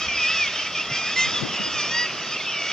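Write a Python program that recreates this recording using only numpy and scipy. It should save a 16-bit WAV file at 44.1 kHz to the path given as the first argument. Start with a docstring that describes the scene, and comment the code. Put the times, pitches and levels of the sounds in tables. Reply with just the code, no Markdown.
"""Kittiwakes call over one another on a sea cliff, some near, many far, heard at two microphone ports.
Each call is a gliding stack of partials shaped by throat resonances, with sparse echoes off the rock.
The far colony and the surf blur into a wash of noise with drifting patches.
Lumpy low noise and soft knocks are the wind at the ports; a steady hiss lies beneath."""
import sys
import numpy as np
from scipy import signal
from scipy.fft import rfft, irfft
from scipy.io import wavfile
from scipy.ndimage import uniform_filter1d

SR = 44100
rng = np.random.default_rng(int(sys.argv[2]) if len(sys.argv) > 2 else 0)


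def master_out(mix):
    """Clip the mix to full scale and print it as 16-bit PCM to the path in sys.argv[1]."""
    frames = np.transpose(np.atleast_2d(mix))
    ceiling = np.clip(frames, -1, 1)
    pcm = np.round(ceiling * 32767).astype(np.int16)
    wavfile.write(sys.argv[1], SR, pcm)


def undo_db(level):
    """Turn decibels back into plain size, where 20 dB means ten times bigger."""
    steps = np.asarray(level, float) / 20
    return 10 ** steps


N = 119952  # length in samples


def evened(x):
    """Scales to rms 1."""
    return x / np.sqrt(np.mean(x ** 2) + 1e-20)


def read(points, hz):
    """Reads a table on a log-frequency axis."""
    f, value = np.transpose(points)
    return np.interp(np.log(hz + 1), np.log(f + 1), value)


def add(mix, start_s, sound):
    """Mixes a two-channel sound in at start_s, cut off at the end of the mix."""
    part = mix[:, round(start_s * SR):][:, :sound.shape[1]]
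    part += sound[:, :part.shape[1]]


def drift(shape, top_hz):
    """Slow chance below about top_hz, rms near 1: random knots joined by lines along the last axis."""
    step = SR / 2 / top_hz
    knots = rng.standard_normal((shape[0], 400))
    position = np.arange(shape[1]) / step
    return 1.28 * np.array([np.interp(position, np.arange(400), row) for row in knots])


# colour of the microphone hiss: frequency_hz, relative_density_db
HISS_COLOUR = [(5000, -30.5), (7500, -2), (12000, -6.5), (15500, -9.5)]


def hiss():
    """Steady noise of the two microphones, unrelated, coloured in the spectrum."""
    level_db = -64
    spectrum = rfft(rng.standard_normal((2, N)))
    spectrum = spectrum * undo_db(read(HISS_COLOUR, np.fft.rfftfreq(N, 1 / SR)))
    return undo_db(level_db) * evened(irfft(spectrum, N))


# course of the gusts: time_s, buffeting_level_db, rumble_level_db
GUSTS = [(0, -53, -45), (.3, -66.5, -49.5), (.65, -69, -49.5), (0.849, -54.5, -59), (1.15, -46.5, -68),
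         (1.499, -40, -58.5), (1.801, -44.5, -54.5), (2.151, -49.5, -70), (2.72, -64, -69)]


def wind():
    """Lumpy low noise, mostly unrelated at the two ports, in two bands that follow the gusts."""
    lump_db, lump_hz = 5.0, 15
    t = np.arange(N) / SR
    s, buffet_db, rumble_db = np.transpose(GUSTS)
    out = 0
    for level_db, lo_hz, hi_hz in ((buffet_db, 110, 330), (rumble_db, 52, 95)):
        noise = rng.standard_normal((3, N))
        ports = noise[1:] + .5 * noise[0]  # a little of the noise is shared
        bandpass = signal.butter(2, [lo_hz, hi_hz], "band", fs=SR, output="sos")
        lumpy = signal.sosfilt(bandpass, ports) * undo_db(lump_db * drift((2, N), lump_hz))
        out = out + undo_db(np.interp(t, s, level_db)) * evened(lumpy)
    return out


# gusts knocking the ports: start_s, envelope_peak_db, pitch_hz
KNOCKS = [(0.91, -29.5, 140), (1.05, -36.5, 210), (1.269, -27, 152), (1.448, -29.5, 321), (1.598, -27, 202),
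          (1.668, -30, 269), (1.75, -32, 127)]


def thumps():
    """Gusts push the ports unevenly: a low sine swells and dies, its phase random at each port."""
    rise_s = 0.007
    mix = np.zeros((2, N))
    t = np.arange(SR // 10) / SR
    swell = t / rise_s * np.exp(1 - t / rise_s)
    for (start_s, peak_db, hz), turn in zip(KNOCKS, rng.random((len(KNOCKS), 2))):
        tone = np.sin(2 * np.pi * (hz * t + turn[:, None]))
        add(mix, start_s, undo_db(peak_db) * swell * tone)
    return mix


# swell of the far colony, of which only the swing about the mean is used: time_s, level_db
COLONY_SWELL = [(0, -30), (.65, -31.5), (.72, -34.5), (.8, -31.5), (.88, -36), (.96, -32.5), (1.3, -30.5),
                (1.5, -33), (1.901, -32.5), (2.15, -32.5), (2.72, -33.5)]


def colony_swell_db(t):
    """Swell of the far colony about its mean."""
    s, level_db = np.transpose(COLONY_SWELL)
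    return np.interp(t, s, level_db - level_db.mean())


# colour of surf and colony through the microphone, also laid over every call:
# frequency_hz, relative_density_db
WASH_COLOUR = [(35, -48.5), (60, -24.5), (157, -2.5), (240, -6.5), (439, -5.5), (656, -5.5), (887, -9),
               (1110, -6), (1250, -1.5), (1500, -7.5), (2060, -7), (2730, 0.5), (3020, -2.5), (3340, 0),
               (4010, -13), (5000, -6.5), (5640, -6), (7320, -26), (9520, -55.5), (16100, -120)]
# likeness of the wash at the two ports, 1 being identical: frequency_hz, likeness
LIKENESS = [(60, 0.29), (120, 0.61), (230, 0.95), (460, 0.98), (900, 0.98), (1770, 0.87), (3490, 1),
            (6870, 0.053)]
# phase by which the left port leads the right: frequency_hz, lead_rad
PORT_LEAD = [(1700, 0.088), (3700, 0.4), (4300, 0.98), (5300, 1.1), (6200, 1.43), (6900, 0.22)]
# left level minus right level: frequency_hz, difference_db
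PORT_TILT = [(50, 0), (1000, -0.5), (3500, 0), (6000, -3.5)]


def wash():
    """Surf and blurred colony: random spectra whose middle band has drifting patches of loudness."""
    level_db, patch_db, swell_share = -29.5, 3.43, 1.03
    surf_share = 0.16  # the low wash rises with the gusts, dB per dB
    hop, size = 256, 1024
    frames = N // hop + 5
    t = np.arange(frames) * hop / SR
    hz = np.fft.rfftfreq(size, 1 / SR)[:, None]
    a, b, c, d, patches = rng.standard_normal((frames, 513, 5)).T
    patches = uniform_filter1d(patches, 6, 0)
    patches = evened(uniform_filter1d(patches, 12, 1))

    same = np.clip(read(LIKENESS, hz), -1, 1)
    left = a + 1j * b
    right = same * left + np.sqrt(1 - same ** 2) * (c + 1j * d)
    right = right * np.exp(-1j * read(PORT_LEAD, hz))
    side_db = read(PORT_TILT, hz) / 2
    z = np.array([left * undo_db(side_db), right * undo_db(-side_db)])

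    s, gust_db, _ = np.transpose(GUSTS)
    surf_band = 1 / (1 + (hz / 1300) ** 4)
    z *= undo_db(surf_share * surf_band * np.interp(t, s, gust_db - gust_db.mean()))
    bird_band = 1 / (1 + (1500 / (hz + 1)) ** 4) / (1 + (hz / 7500) ** 8)
    bird_db = bird_band * (patch_db * patches + swell_share * colony_swell_db(t))
    z *= undo_db(read(WASH_COLOUR, hz) + bird_db)
    sound = signal.istft(z, nperseg=size, noverlap=size - hop)[1][:, :N]
    return undo_db(level_db) * evened(sound)


def call(curve, throat_hz, lift_db, treble_db, flutter_db=0, upper_hz=5700, upper_db=-4,
         flutter_hz=63.4, flicker_db=2.5):
    """Partials of a wavering pitch, shaped by the throat; the ports hear them with a phase lead."""
    lift_oct, treble_from_hz, edge_s = 0.16, 4270, 0.0029
    waver_share, chance_hz = .0012, 30  # pitch wobble as a share of the pitch; top rate of the chance
    low_hz, low_db = 1494, -7.5  # the throat weakens partials under low_hz
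    s, pitch_hz, level_db, *odd_db = np.transpose(curve)
    t = np.arange(s[0], s[-1], 1 / SR)
    k = np.arange(1, 16)[:, None]  # partial numbers
    chance = drift((16, len(t)), chance_hz)
    glide_hz = uniform_filter1d(np.interp(t, s, pitch_hz), 400, mode="nearest")
    f0 = glide_hz * (1 + waver_share * chance[0])
    hz = k * f0

    db = read(WASH_COLOUR, hz) + lift_db * np.exp(-(np.log2(hz / throat_hz) / lift_oct) ** 2)
    db = db + treble_db / (1 + (treble_from_hz / hz) ** 8)
    db = db + upper_db * np.exp(-(np.log2(hz / upper_hz) / lift_oct) ** 2)
    db = db + low_db / (1 + (hz / low_hz) ** 8)
    if odd_db:  # the voice doubles: odd partials come and go
        db = db + k % 2 * np.interp(t, s, odd_db[0])
    # every partial but the strongest of the moment flickers on its own
    flicker = flicker_db * chance[1:] * (db < db.max(0))
    db = db - db.mean(1).max() + flicker

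    turn = 2 * np.pi * (k * np.cumsum(f0) / SR + rng.random((15, 1)))
    edge = np.clip(np.minimum(t - s[0], s[-1] - t) / edge_s, 0, 1)
    throb_db = flutter_db * np.sin(2 * np.pi * flutter_hz * t)
    loudness = edge * undo_db(np.interp(t, s, level_db) + throb_db) * np.sqrt(2)  # sine peak from rms
    side_db, lead = read(PORT_TILT, hz) / 2, read(PORT_LEAD, hz) / 2
    ports = [(undo_db(db + c * side_db) * np.sin(turn + c * lead)).sum(0) for c in (1, -1)]
    return s[0], loudness * np.array(ports)


def cliff(x, t60):
    """Echoes off the rock: sparse taps of random sign, mostly shared by both ports."""
    n = SR // 2
    signs = rng.choice([-1., 1.], (3, n))
    sparse = rng.random((3, n)) < .04
    taps = signs * sparse * undo_db(-60 * np.arange(n) / SR / t60)
    taps[:, :300] = 0  # no echo in the first 7 ms
    taps = taps[0] + 0.061 * taps[1:]
    return signal.fftconvolve(x, taps / np.linalg.norm(taps[0]), axes=1)[:, :N]


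def far_birds(count=90):
    """Many distant calls at random moments and pitches, blurred by echo, swelling as one colony."""
    level_db, echo_t60_s = -35.5, .4
    mix = np.zeros((2, N))
    for a, b, c, d, e, f, g in rng.random((count, 7)):
        s, length = a * N / SR, 0.06204 + .16 * b
        hz = 600 * (1 + .15 * c) * (1.45 if d > .7 else 1)  # three in ten are higher voices
        curve = [(s, hz * (.94 + .12 * e), -4),
                 (s + length / 2, hz, 0),
                 (s + length, hz * (.94 + .12 * f), -4)]
        add(mix, *call(curve, 2100 + 1400 * g, 1.7, 0.54, flicker_db=7.5))
    mix = .45 * mix + cliff(mix, echo_t60_s)
    return undo_db(level_db + colony_swell_db(np.arange(N) / SR)) * evened(mix)


# long calls, one table each, the last column only where the voice doubles:
# time_s, pitch_hz, strongest_partial_db, odd_partials_lift_db
LONG_CALLS = [
    [(.17, 1296, -22), (.2, 1258, -28.5), (.25, 1211, -25), (.3, 1285, -25), (.345, 1337, -22),
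     (.38, 1264, -25.5), (.42, 1231, -24.5), (.455, 1115, -27), (.485, 1073, -19)],
    [(.19, 626, -43), (.25, 613, -37.5), (.33, 663, -39.5), (.375, 686, -38), (.43, 650, -41),
     (.475, 648, -45)],
    [(.92, 774.4, -33.5), (.97, 795, -33.5), (1.02, 824, -42), (1.085, 856, -36), (1.1, 897, -33),
     (1.15, 868, -37)],
    [(1.16, 1019, -25), (1.185, 1031, -20), (1.245, 1038, -23), (1.272, 1044, -32)],
    [(1.73, 637, -38, -25), (1.79, 600, -29, -22), (1.83, 592, -31, -8), (1.87, 593, -35, 3),
     (1.93, 633, -33, -12)],
    [(1.908, 929, -34), (1.95, 940.5, -26.5), (2.015, 971.5, -26), (2.045, 956, -30), (2.068, 952, -36)],
    [(2.515, 595, -38), (2.58, 574.6, -32), (2.65, 561, -32.5), (2.72, 572, -32)],
]
# voice of each long call: throat_hz, throat_lift_db, treble_db, flutter_db, upper_hz, upper_lift_db
LONG_VOICES = [(2383, 18, -9, 1, 6600, 9), (3400, 9, 4, -1, 5350, 10), (2340, 9, 1, 0, 4850, 10),
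               (2065, 21, 15.5, -0.5, 5150, -6.5), (2400, 7, 4.5, 1.5, 5800, 4),
               (1900, 13.5, 1, -1.5, 4750, 11), (2280, 20, 0, 3.5, 5100, 5)]
# one harsh cry that throbs quickly: time_s, pitch_hz, strongest_partial_db
HARSH_CRY = [(.747, 630, -30), (.765, 602, -29), (.78, 590, -29), (.79, 627, -29), (.806, 627, -29)]
# its voice: throat_hz, throat_lift_db, treble_db, flutter_db, upper_hz, upper_lift_db, flutter_hz
HARSH_THROAT = (2450, 19, 4, 3.5, 5250, 6, 88)
# short calls: start_s, length_s, middle_level_db, start_pitch_hz, middle_pitch_hz, end_pitch_hz,
# throat_hz, throat_lift_db, treble_db
SHORT_CALLS = [(0, 0.0726, -32.5, 615, 645, 626, 2480, 3.3, 1.5),
               (.08, 0.12, -27, 612, 584, 588, 2480, 30, -19),
               (.32, 0.15, -39, 635.5, 640, 652, 4470, 8.8, 13.5),
               (.803, 0.02, -26.5, 667, 680, 676, 2700, 13, 4),
               (.89, 0.078, -36, 693, 688, 694, 2060, 6.4, -6),
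               (.965, .175, -30.5, 1237, 1217, 1296, 2440, 8.8, 7.5),
               (1.151, 0.27, -38, 620, 626, 655, 3630, 13.2, 15.5),
               (1.175, 0.042, -28, 908, 901, 880, 2750, 10.3, 16.5),
               (1.332, .065, -27.5, 885, 860, 826, 3400, 21, 10.5),
               (1.518, 0.061, -37, 626, 670, 670, 5350, 6, 6),
               (1.55, 0.1434, -30.5, 700, 716, 716, 2870, 14, 3),
               (1.7, .065, -38, 900, 882, 870, 2600, 1.9, 9), (1.775, .06, -38, 897, 850, 795, 2700, 1, 9),
               (2.302, 0.058, -34.5, 1140, 1250, 1238, 5000, 6, 0),
               (2.452, .14, -33, 1514, 1534, 1488, 2970, 24, -20),
               (2.462, .045, -28, 672, 645, 650, 2670, 32, -10),
               (2.58, 0.17, -34.5, 714.4, 717, 735, 2930, 5.2, 3)]
# very short peeps: start_s, length_s, pitch_hz, strongest_partial_db
SHORT_PEEPS = [(0.659, 0.022, 1165, -31), (2.298, 0.011, 1440, -33), (2.359, 0.015, 1357, -28),
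               (2.404, 0.015, 1084, -31.5)]


def near_birds():
    """The calls and peeps that stand out: gliding partials through each throat, plus rock echo."""
    end_fade_db, echo_db, echo_t60_s = -5.5, -19, .25
    mix = np.zeros((2, N))
    for curve, voice in zip(LONG_CALLS, LONG_VOICES):
        add(mix, *call(curve, *voice))
    add(mix, *call(HARSH_CRY, *HARSH_THROAT))
    for s, length, level_db, first_hz, middle_hz, last_hz, *voice in SHORT_CALLS:
        u = np.linspace(0, 1, num=9)
        # the pitch bends along a parabola; the level sinks towards both ends
        bend = np.polyfit([0, .5, 1], [first_hz, middle_hz, last_hz], deg=2)
        pitch_hz = np.polyval(bend, u)
        arch_db = level_db + end_fade_db * (2 * u - 1) ** 2
        add(mix, *call(np.transpose([s + length * u, pitch_hz, arch_db]), *voice))
    for s, length, hz, level_db in SHORT_PEEPS:
        add(mix, *call([(s, hz, level_db), (s + length, hz, level_db)], 2 * hz, 19, -3))
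    return mix + undo_db(echo_db) * cliff(mix, echo_t60_s)


def scene():
    """Hiss, wind, knocks, wash and birds far and near, summed."""
    return hiss() + wind() + thumps() + wash() + far_birds() + near_birds()


def roll_off(x):
    """The treble ends steeply here."""
    return signal.sosfilt(signal.butter(12, 15720, fs=SR, output="sos"), x)


def record(dry):
    """Takes the finished two-port mix to its stored form."""
    return roll_off(dry)


dry = scene()
out = record(dry)
master_out(out)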